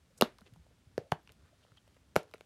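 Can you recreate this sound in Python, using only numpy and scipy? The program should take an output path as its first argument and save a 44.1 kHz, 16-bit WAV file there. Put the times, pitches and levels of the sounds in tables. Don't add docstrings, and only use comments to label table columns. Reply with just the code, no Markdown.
import sys
import numpy as np
from scipy import signal
from scipy.fft import rfft, irfft
from scipy.io import wavfile
from scipy.ndimage import uniform_filter1d

SR = 44100
rng = np.random.default_rng(int(sys.argv[2]) if len(sys.argv) > 2 else 0)


def bounce(signal):
    frames = np.transpose(np.atleast_2d(signal))
    limited = np.clip(frames, -1, 1)
    pcm = np.round(limited * 32767).astype(np.int16)
    wavfile.write(sys.argv[1], SR, pcm)


def undo_db(level):
    steps = np.asarray(level, float) / 20
    return 10 ** steps


N = 108045
ROOM_RISE_S = 0.0027


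def unit(x):
    return x / np.sqrt(np.mean(x ** 2))


def band(x, hz, width_hz):
    q = max(hz / width_hz, .3)
    return signal.lfilter(*signal.iirpeak(min(hz, .45 * SR), q, SR), x)


def decay_width(t60_s):
    return np.log(1000) / np.pi / t60_s


def add(out, start_s, x):
    i = int(start_s * SR)
    out[i:i + len(x)] += x[:N - i]


def ring(db, hz, t60_s, rise_s, excess=0.):
    glide_s = 0.00068
    t = np.arange(int(t60_s * SR)) / SR
    turns = hz * (t + excess * glide_s * (1 - np.exp(-t / glide_s)))
    envelope = undo_db(db - 60 * t / t60_s) * (1 - np.exp(-t / rise_s))
    return envelope * np.sin(2 * np.pi * turns)


def walk(rate_hz):
    k = int(SR / rate_hz)
    steps = np.repeat(rng.standard_normal(N // k + 1), k)
    return unit(uniform_filter1d(uniform_filter1d(steps, k), k)[:N])


def hush():
    # hz, density_db (per Hz)
    spectrum = [(32, -14), (58, 2), (250, -11), (450, -20), (1000, -23), (3000, -26), (9500, -33),
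                (15800, -45)]
    at_hz, density_db = np.array(spectrum).T
    hz = np.arange(N // 2 + 1) * SR / N + 1
    noise = rfft(rng.standard_normal(N)) * undo_db(np.interp(np.log(hz), np.log(at_hz), density_db))
    low = 1 / (1 + (hz / 350) ** 2)
    rumble = irfft(noise * low, N) * undo_db(1.5 * walk(5.4))
    hiss = irfft(noise * (1 - low), N) * undo_db(-0.37 * walk(14))
    return unit(rumble + hiss) * undo_db(-67)


def room(x):
    # hz, level_db, t60_s
    tail_bands = [(150, -39, .14), (330, -37, .15), (650, -42, .19), (1300, -37, .17), (2200, -37, 0.13),
                  (3500, -43, .16), (6950, -33, 0.12), (12000, -39, .14)]
    t = np.arange(SR // 2) / SR
    tail = np.zeros(len(t))
    for hz, db, t60_s in tail_bands:
        noise = rng.standard_normal(len(t))
        colour = unit(band(band(noise, hz, hz * 1.3), hz, hz * 1.3))
        tail += colour * undo_db(db - 60 * t / t60_s) * np.sqrt(hz / SR / 2)
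    tail *= 1 - np.exp(-(t / ROOM_RISE_S) ** 2)
    return signal.fftconvolve(x, tail)[:N]


def spray():
    # start_s, rms_db, hz, width_hz, t60_s
    hazes = [
        (.225, -46, 1600, 2200, .22),
        (.225, -47, 350, 250, .25),
        (.984, -51, 550, 200, .3),
        (.984, -63, 2000, 3000, .2),
        (1.125, -54, 1100, 900, .2),
        (2.167, -49, 2800, 3000, .18),
        (2.167, -60, 8500, 6000, .13),
        (2.167, -46, 480, 500, .28),
        (1.125, -56, 330, 200, .25),
    ]
    out, t = np.zeros(N), np.arange(SR // 4) / SR
    for (start_s, db, hz, width_hz, t60_s), noise in zip(hazes, rng.standard_normal((10, len(t)))):
        colour = unit(band(band(noise, hz, width_hz), hz, width_hz))
        add(out, start_s, colour * undo_db(db - 60 * t / t60_s) * (1 - np.exp(-t / ROOM_RISE_S)))
    return out


def rustle():
    # time_s, rustle_db
    grip = [
        (0, -86),
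        (.35, -80),
        (.6, -82),
        (0.802, -86),
        (1.25, -80),
        (1.5, -78),
        (1.8, -80),
        (2.049, -86),
        (2.3, -79),
        (2.45, -84),
    ]
    at_s, level_db = np.array(grip).T
    chance = rng.random((2, N))
    grains = (chance[0] < 1500 / SR) * (chance[1] - .5) ** 3
    body = np.zeros(N)
    for hz, db in [(500, 6), (1300, 0), (3000, -5)]:
        body += undo_db(db) * band(band(grains, hz, hz * .8), hz, hz * .8)
    return unit(body * undo_db(3 * walk(30))) * undo_db(np.interp(np.arange(N) / SR, at_s, level_db))


def rubs():
    # start_s, length_s, rms_db, hz, width_hz
    strokes = [(0.171, 0.031, -61, 7900, 9000), (0.095, 0.071, -71.5, 570, 150),
               (.452, 0.044, -63, 2650, 3000), (.455, .04, -66, 600, 700), (.405, .025, -66, 500, 600),
               (1.29, .04, -66, 500, 700), (0.7, 0.045, -69, 520, 300), (1.228, 0.015, -78, 12000, 2000),
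               (1.29, 0.023, -65, 2330, 3000), (1.424, 0.12, -74.5, 1500, 2500),
               (1.521, .045, -69, 628, 220), (1.771, 0.024, -59.5, 3140, 495),
               (1.764, .02, -66, 3400, 4000), (1.96, 0.026, -71.5, 1520, 3000),
               (2.338, 0.05, -69, 1500, 3000), (1.625, .04, -70, 3300, 3000),
               (1.765, .025, -66, 1200, 1500), (.46, .04, -66, 370, 200)]
    out = np.zeros(N)
    chance = rng.standard_normal((20, 2, 8192))
    for (start_s, length_s, db, hz, width_hz), (noise, grain) in zip(strokes, chance):
        n = min(int(0.71 * length_s * SR), len(noise))
        rough = noise * undo_db(3.5 * unit(uniform_filter1d(grain, 60)))
        colour = unit(band(band(rough, hz, width_hz), hz, 0.64 * width_hz))
        add(out, start_s, undo_db(db) * colour[:n] * np.hanning(n) ** .5)
    return out


def clicks(contacts, cycles, excess, rise_cycles):
    out, t = np.zeros(N), np.arange(512) / SR
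    grit = rng.standard_normal((40, len(t)))
    fade = undo_db(-60 * t / .006) + undo_db(-16 - 60 * t / .025)
    for (start_s, db, hz, crackle_db), noise in zip(contacts, grit):
        add(out, start_s, -ring(db, hz, cycles / hz, rise_cycles / hz, excess))
        crackle = band(noise, 5000, 9000) + undo_db(-10) * band(noise, 11500, 5000)
        add(out, start_s, crackle * undo_db(crackle_db - 1.5) * fade)
    return out


def taps():
    # start_s, ring_db, ring_hz, crackle_db
    touches = [(.385, -43, 3780, -54), (.388, -45, 1040, -61.5), (.409, -50, 3500, -55.5),
               (.417, -48, 1400, -66), (.537, -60.5, 1535, -54), (.541, -54, 3040, -76),
               (.561, -49, 800, -64), (.666, -52, 600, -68), (1.275, -41, 2500, -66),
               (1.2752, -47, 4000, -70), (1.276, -52, 1100, -70), (1.294, -50, 1300, -70),
               (1.293, -41, 2390, -70.5), (1.32, -78, 6000, -47), (1.64, -61, 3300, -68),
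               (1.65, -50.5, 640, -70), (1.719, -51, 1300, -64.5), (1.877, -52, 602, -64),
               (1.967, -51, 505, -66), (2.231, -52, 8000, -50), (2.313, -52, 3600, -58),
               (2.314, -55, 1100, -66), (2.321, -58, 2500, -68), (1.878, -58, 2600, -64),
               (1.945, -58, 2800, -68), (1.967, -57, 2700, -66), (.186, -52, 500, -66), (.2, -50, 450, -68),
               (.187, -58, 1500, -66), (2.381, -55, 3700, -64), (2.382, -57, 1250, -70),
               (1.425, -60, 1200, -72), (1.461, -59, 1500, -68), (1.666, -60, 1250, -76),
               (2.3382, -43, 4200, -56), (2.409, -45, 3900, -60), (2.4094, -43, 1550, -66)]
    return undo_db(-1.5) * clicks(touches, cycles=8, excess=.15, rise_cycles=.12)


def ticks():
    # start_s, ring_db, ring_hz, crackle_db
    cracks = [(.2109, -15, 2800, -28), (.2116, -14, 2780, -15), (.2209, -28.5, 4000, -29.5),
              (.222, -6.5, 3750, -29.5), (.979, -30, 4800, -44), (.9788, -28, 1700, -50),
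              (.2219, -17, 1200, -40), (.2115, -23, 1170, -40), (.2113, -20, 4300, -40),
              (2.1626, -17, 1270, -40), (2.158, -30, 1500, -50), (1.1213, -26, 4050, -40),
              (1.1186, -32, 5850, -38), (1.1208, -23, 3060, -42), (2.1575, -33.5, 5500, -35.5),
              (2.1623, -15, 2250, -23), (2.1635, -23, 4200, -36), (2.163, -30, 3350, -40),
              (2.3381, -35, 2350, -50), (2.3392, -42, 3800, -56), (2.343, -46, 1300, -54),
              (2.3383, -42, 1500, -60), (1.1215, -27, 1500, -60), (2.4088, -40, 2300, -56.5)]
    return clicks(cracks, cycles=12, excess=.03, rise_cycles=.45)


def frame(x):
    # hz, level_db, t60_s
    modes = [(1360, -3, .015), (2200, -11, .015), (2810, -2, 0.014), (4250, -6, .015), (4850, -15, .015),
             (10830, -6, .01)]
    return x + sum(undo_db(db) * band(x, hz, decay_width(t60_s)) for hz, db, t60_s in modes)


def domes():
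    flip_s = [.2117, .2222, .9792, 1.1189, 1.1212, 1.1222, 2.1577, 2.163, 2.339, 2.3447, 2.4092]
    # peak_db, settled_hz, t60_s, excess (relative initial pitch), rise_s
    flips = [(0, 480, 0.0085, .5, .0025), (-8, 345, .016, 3.2, 0.00008), (-9, 471, 0.012, .05, 0.0013),
             (-34, 1000, 0.0091, .3, 0.00014), (-9.5, 704, 0.009, 0.63, 0.00015), (-24, 390, .02, .1, .001),
             (-12, 520, .009, 0.16, 0.0018), (-6, 450, 0.0091, 1.1, 0.00008),
             (-38, 553, 0.015, 0.86, 0.00015), (-37, 450, 0.019, 0.23, 0.00017),
             (-36, 424, 0.0079, 0.91, 0.00029)]
    wobble_s = [.2225, .981, 1.1209, 2.1642, .418, .5225, .563, .59, .868, 1.3, 1.43, 1.718]
    # peak_db, hz, t60_s
    wobbles = [(-13.5, 230, .045), (-27, 125, 0.034), (-16, 153, 0.027), (-17.5, 173, 0.032),
               (-47.5, 200, 0.056), (-43, 120, 0.065), (-53, 161, 0.15), (-49, 70, 0.17), (-42, 95, .05),
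               (-52.5, 94, .1), (-49.5, 78, .1), (-47, 104, 0.045)]
    out = np.zeros(N)
    for start_s, (db, hz, t60_s, excess, rise_s) in zip(flip_s, flips):
        add(out, start_s, ring(db, hz, t60_s, rise_s, excess))
    for start_s, (db, hz, t60_s) in zip(wobble_s, wobbles):
        add(out, start_s, ring(db, hz, t60_s, rise_s=0.002))
    hum = band(out, 610, decay_width(.2))
    return out + undo_db(-14) * hum


def scene():
    near = domes() + frame(ticks() + taps()) + rubs() + rustle()
    near = signal.sosfilt(signal.butter(2, 87, "high", fs=SR, output="sos"), near)
    near = signal.sosfilt(signal.butter(4, 13300, fs=SR, output="sos"), near)
    echo = undo_db(-24) * np.roll(near, int(0.0097 * SR))
    return (near + echo + room(near) + hush() + spray())[None]


def low_pass(x):
    return signal.sosfilt(signal.butter(12, 16790, fs=SR, output="sos"), x)


def record(dry):
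    x = signal.sosfilt(signal.butter(3, 45, "high", fs=SR, output="sos"), dry)
    x = signal.sosfilt(signal.ellip(8, .2, 70, 16200, fs=SR, output="sos"), x)
    return low_pass(x)


dry = scene()
out = record(dry)
bounce(out)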